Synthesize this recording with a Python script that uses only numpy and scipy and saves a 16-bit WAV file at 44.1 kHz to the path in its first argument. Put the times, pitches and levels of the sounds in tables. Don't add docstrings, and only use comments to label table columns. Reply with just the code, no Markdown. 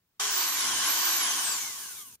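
import sys
import numpy as np
from scipy import signal
from scipy.fft import rfft, irfft, next_fast_len
from scipy.io import wavfile
from scipy.ndimage import uniform_filter1d, map_coordinates

SR = 44100
rng = np.random.default_rng(int(sys.argv[2]) if len(sys.argv) > 2 else 0)


def voltage_ratio(decibels):
    exponent = np.asarray(decibels, float) / 20
    return 10 ** exponent


def generate_wav(sig):
    pcm = np.round(np.clip(np.atleast_2d(sig).T, -1, 1) * 32767).astype(np.int16)
    wavfile.write(sys.argv[1], SR, pcm)


N = 97020
T = np.arange(N) / SR
TOP_HZ = 16100


def unit(x):
    return x / np.sqrt(np.mean(x ** 2) + 1e-20)


def along(points, hz):
    f, v = np.transpose(points)
    return np.interp(np.log(hz + 1), np.log(f + 1), v)


def over_time(points):
    return np.interp(T, *np.transpose(points))


def wobble(rate):
    coarse = T[::64]
    curves = [map_coordinates(knots, [coarse * rate]) for knots in rng.standard_normal((2, 200))]
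    return np.array([np.interp(T, coarse, curve) for curve in curves])


def filtered(x, response):
    m = next_fast_len(N + SR // 4)
    return irfft(rfft(x, m) * response(np.fft.rfftfreq(m, 1 / SR)), m)[..., :N]


def ring(peaks, f, base):
    return base + sum(voltage_ratio(db) * f * w / np.hypot(c * c - f * f, f * w) for c, w, db in peaks)


def port_delay(hz, ms):
    return np.exp(np.outer([1j, -1j], np.pi * hz * ms / 1000))


# frequency in Hz, left-right likeness from 0 to 1.
LIKENESS = [(40, 0.47), (100, 0.99), (200, 0.91), (400, 1), (770, 0.7), (1500, 0.62), (2700, 0.12),
            (6000, 0.1)]
# frequency in Hz, left over right in dB.
BALANCE = [(500, 0.9), (1100, 2), (1700, 2.5), (2500, -0.5), (6000, -1.5), (9000, 3), (13000, 0)]


def rush(colour, patchy_db):
    z = signal.stft(rng.standard_normal((2, N)), nperseg=512)[2]
    field = uniform_filter1d(rng.standard_normal(z.shape[1:]), size=5, axis=0)
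    field = uniform_filter1d(field, size=8, axis=1)
    pair = signal.istft(z * voltage_ratio(patchy_db * unit(field)), nperseg=512)[1][:, :N]

    def mid_side(hz):
        angle = np.arccos(np.clip(along(LIKENESS, hz), -1, 1)) / 2
        return colour(hz) * [np.cos(angle), np.sin(angle)]

    def placing(hz):
        return voltage_ratio(np.outer([.5, -.5], along(BALANCE, hz))) * port_delay(hz, ms=.11)

    mid, side = filtered(pair, mid_side)
    return unit(filtered(np.array([mid + side, mid - side]), placing))


# time in seconds, level in dB.
SHAKING = [
    (.2, -7),
    (.5, -4),
    (.7, 10.5),
    (1.0, -2),
    (1.25, -2),
    (1.5, 4.5),
    (1.8, 2.5),
    (2.15, 0.5),
]


def shake_db():
    return over_time(SHAKING)


# frequency in Hz, level in dB per Hz.
RUMBLE_COLOUR = [(15, -47), (35, -31), (60, -8), (100, 5.5), (160, -0.5), (250, 1.5), (500, -9.5),
                 (1200, -16)]


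def distant_rumble():
    level_db = -65.5 + shake_db() + 1.5 * wobble(8.3)[0]
    return voltage_ratio(level_db) * rush(lambda f: voltage_ratio(along(RUMBLE_COLOUR, f)), patchy_db=1.5)


def mains_hum():
    return voltage_ratio(-80 + 2 * wobble(6.5)[0]) * np.sin(2 * np.pi * 245 * T)


def speed():
    release_s, power_on_s, power_off_s = .2905, .8068, 1.0265
    free_rps, spinup_s = 416.3, .1632
    drag_per_s, rub_rps = 0.98, 74
    grip_s, grip_rps2 = 1.73, 13

    def coast(rps, s):
        return (rps + rub_rps) * np.exp(-drag_per_s * s) - rub_rps

    first = coast(free_rps, np.clip(T, release_s, power_on_s) - release_s)
    powered_s = np.clip(T - power_on_s, 0, power_off_s - power_on_s)
    burst = free_rps - (free_rps - first[-1]) * np.exp(-powered_s / spinup_s)
    last = coast(burst, np.maximum(T - power_off_s, 0)) - grip_rps2 * np.maximum(T - grip_s, 0)
    return np.where(T < power_on_s, first, last)


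# frequency in Hz, level in dB per Hz.
HUM_COLOUR = [(40, -63), (100, -23.5), (170, -9), (250, -4), (400, 0.5), (600, -16), (1100, -50)]


def body_hum(slow_db):
    level_db = -26.5 + 0.24 * slow_db + 0.27 * shake_db()
    return rush(lambda f: voltage_ratio(along(HUM_COLOUR, f)), patchy_db=1.5) * voltage_ratio(level_db)


# frequency in Hz, level in dB per Hz.
AIR_COLOUR = [(150, -84), (500, -17), (780, -7), (1300, -12), (2000, -7), (5000, -12), (8000, -12.5),
              (15000, -58)]
# frequency in Hz, width in Hz, level in dB.
HOUSING_PEAKS = [(1083, 105, 2), (1530, 122, -1.5), (2317, 24, -10.5), (3025, 100, -3), (3500, 170, -12),
                 (4070, 185, -9), (4770, 240, -3.5), (5600, 160, -0.5)]


def cooling_air(slow_db):
    level_db = -1.75 + 1.0 * slow_db + 0.5 * wobble(13.9)[0]
    return rush(lambda f: voltage_ratio(along(AIR_COLOUR, f)) * ring(HOUSING_PEAKS, f, 0.062), patchy_db=1.2) * voltage_ratio(level_db)


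def bar_chop(turns):
    return 1 + 0.089 * np.cos(2 * np.pi * turns) + 0.042 * np.cos(24 * np.pi * turns)


# frequency in Hz, level in dB per Hz.
SCRAPE_COLOUR = [(800, -42), (3000, -10), (4800, -9.5), (6200, -1.5), (7500, -4.5), (9000, -11.5),
                 (15000, -19.5), (16300, -56.5)]


def brush_scrape(turns, slow_db):
    level_db = -0.5 + 0.02 * slow_db + 0.11 * wobble(7.2)[0]
    return rush(lambda f: voltage_ratio(along(SCRAPE_COLOUR, f)), patchy_db=1.0) * bar_chop(turns) * voltage_ratio(level_db)


# frequency in Hz, level in dB per Hz.
SIZZLE_COLOUR = [(4000, -79.5), (9000, 3.5), (11000, -0.5), (12500, -1), (13800, 6), (14700, -3.5),
                 (15600, -8), (16200, -48)]


def brush_sizzle(turns, slow_db):
    lift_s, lift_takes_s, open_db = 1.23, 0.16, 5.5
    lifted = np.clip((T - lift_s) / lift_takes_s, 0, 1)
    spit_db = 1.6 * wobble(40)[0]
    level_db = -12.5 - 1.0 * slow_db + open_db * lifted + spit_db
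    return rush(lambda f: voltage_ratio(along(SIZZLE_COLOUR, f)), patchy_db=0.5) * bar_chop(turns) * voltage_ratio(level_db)


def sing(turns, rps, multiple):
    return np.sin(2 * np.pi * multiple * turns) * (multiple * rps < TOP_HZ)


# multiple of shaft speed, left level in dB, right level in dB.
SQUEALS = [
    (72, -4, -14),
    (84, -6, -14),
]
# frequency in Hz, width in Hz, level in dB.
VENT_PEAK = [(9300, 1300, 0)]


def brush_squeal(turns, rps):
    out = np.zeros((2, N))
    for k, left_db, right_db in SQUEALS:
        level_db = np.c_[[left_db, right_db]] + 2.4 * wobble(20)
        out += voltage_ratio(level_db) * ring(VENT_PEAK, k * rps, 0) ** 2 * sing(turns, rps, k)
    return out


# multiple of shaft speed, left level in dB, right level in dB,
# dB lost per dB of slowing, unsteadiness in dB.
SHAFT_TONES = [
    (1, -4.5, -4.5, 4.5, 2),
    (7.7, -22, -15, 6, 4),
    (12, -24, -16, 4, 4),
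    (13, -16, -12, 2.5, 3),
    (13.5, -24, -22, -2.2, 1.5),
    (18.5, -30, -23, -.5, 4),
    (24, -13, -12, .8, 3),
    (26.5, -22, -15, 4, 3),
    (36, -16, -15, 0, 3),
    (48, -17, -19, 1.5, 3),
]
# frequency in Hz, level in dB.
CASE_RADIATION = [(200, -7), (400, 0), (900, -9), (1100, 0), (7500, 0), (9000, -7), (12000, -14)]
# frequency in Hz, width in Hz, level in dB.
CASE_PEAKS = [(1310, 400, -11), (1664, 45, -2), (2218, 72, 6), (3120, 244, -1), (4640, 660, -3),
              (6204, 230, 4), (7400, 270, -19), (9100, 320, -35)]


def shaft_tones(turns, rps, slow_db):
    out = np.zeros((2, N))
    for k, left_db, right_db, slope, shaky_db in SHAFT_TONES:
        level_db = np.c_[[left_db, right_db]] + slope * slow_db + along(CASE_RADIATION, k * rps)
        level_db = level_db + shaky_db * wobble(23.62)
        out += voltage_ratio(level_db) * ring(CASE_PEAKS, k * rps, 0.23) ** 1.61 * sing(turns, rps, k)
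    return out


# frequency in Hz, level in dB.
WHISTLE_PORTS = [
    [(5700, -14.5), (6400, -9), (8400, 5), (9200, -7), (10500, -1), (13500, -2.5), (14500, -6.5),
     (15400, -1)],
    [(5700, -30), (6500, -12), (7700, -2), (8700, -6), (10500, -12), (11400, -0.5), (12700, 1.5),
     (15000, 3)],
]


def blade_whistle(turns, rps):
    blades = 39
    flutter_db = 2.5 * wobble(30)
    level_db = [along(port, blades * rps) for port in WHISTLE_PORTS] + flutter_db
    return voltage_ratio(level_db) * np.sin(2 * np.pi * blades * turns)


# delay in ms, gain.
PORT_BOUNCES = [
    [(1.1, 0.54), (2.3, -0.6), (4.1, -0.47)],
    [(.8, 0.028), (1.9, 0.43), (3.4, 0.69)],
]


def bounced(tones):
    def bounce(hz, ms, gain):
        bass_loss = 1 + (900 / (hz + 1)) ** 2
        treble_loss = np.hypot(1, hz / 7000)
        return gain * np.exp(-2j * np.pi * hz * ms / 1000) / bass_loss / treble_loss

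    def paths(hz):
        ports = [1 + sum(bounce(hz, ms, gain) for ms, gain in port) for port in PORT_BOUNCES]
        return np.array(ports) * port_delay(hz, ms=.02)

    return filtered(tones, paths)


# time in seconds, level in dB.
CLOSENESS = [(.2, -31), (.32, -31.5), (.43, -30.5), (.51, -33), (.61, -30.5), (.76, -31.5), (.88, -29),
             (1.06, -29.5), (1.22, -29.5), (1.3, -31), (1.41, -32), (1.5, -31.5), (1.62, -34.5),
             (1.76, -40.5), (1.85, -41), (2.02, -45), (2.045, -50.5), (2.15, -54)]


def drill():
    rps = speed()
    turns = np.cumsum(rps) / SR
    slow_db = 20 * np.log10(np.minimum(rps / 230, 1))
    noises = body_hum(slow_db) + cooling_air(slow_db)
    noises = noises + brush_scrape(turns, slow_db) + brush_sizzle(turns, slow_db)
    tones = brush_squeal(turns, rps) + shaft_tones(turns, rps, slow_db) + blade_whistle(turns, rps)
    return voltage_ratio(over_time(CLOSENESS)) * (bounced(tones) + noises)


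def scene():
    return distant_rumble() + mains_hum() + drill()


# frequency in Hz, level in dB per Hz.
HISS_COLOUR = [(15, -53.5), (25, -8.5), (92, -5), (293, -12.5), (677, -18), (3820, -19), (12500, -23.5),
               (15800, -11.5)]


def recorder_hiss():
    return voltage_ratio(-73) * rush(lambda f: voltage_ratio(along(HISS_COLOUR, f)), patchy_db=1)


def roll_off(x):
    return signal.sosfilt(signal.butter(12, 16200, fs=SR, output="sos"), x)


# time in seconds, level in dB.
GATE_LEVEL = [
    (.19, -110),
    (.1945, -40),
    (.1962, -15),
    (.1985, 0.5),
    (2.155, -1),
    (2.159, -11.5),
    (2.169, -33),
    (2.176, -39),
]
# frequency in Hz, level in dB.
RECORDER_RESPONSE = [(20, -8.5), (45, 2.5), (70, 1), (14600, 0), (15500, -1), (15850, -5), (16100, -40)]


def record(dry):
    gated = dry * voltage_ratio(over_time(GATE_LEVEL))
    mix = filtered(gated + recorder_hiss(), lambda hz: voltage_ratio(along(RECORDER_RESPONSE, hz)) * (hz < TOP_HZ))
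    return roll_off(mix)


dry = scene()
out = record(dry)
generate_wav(out)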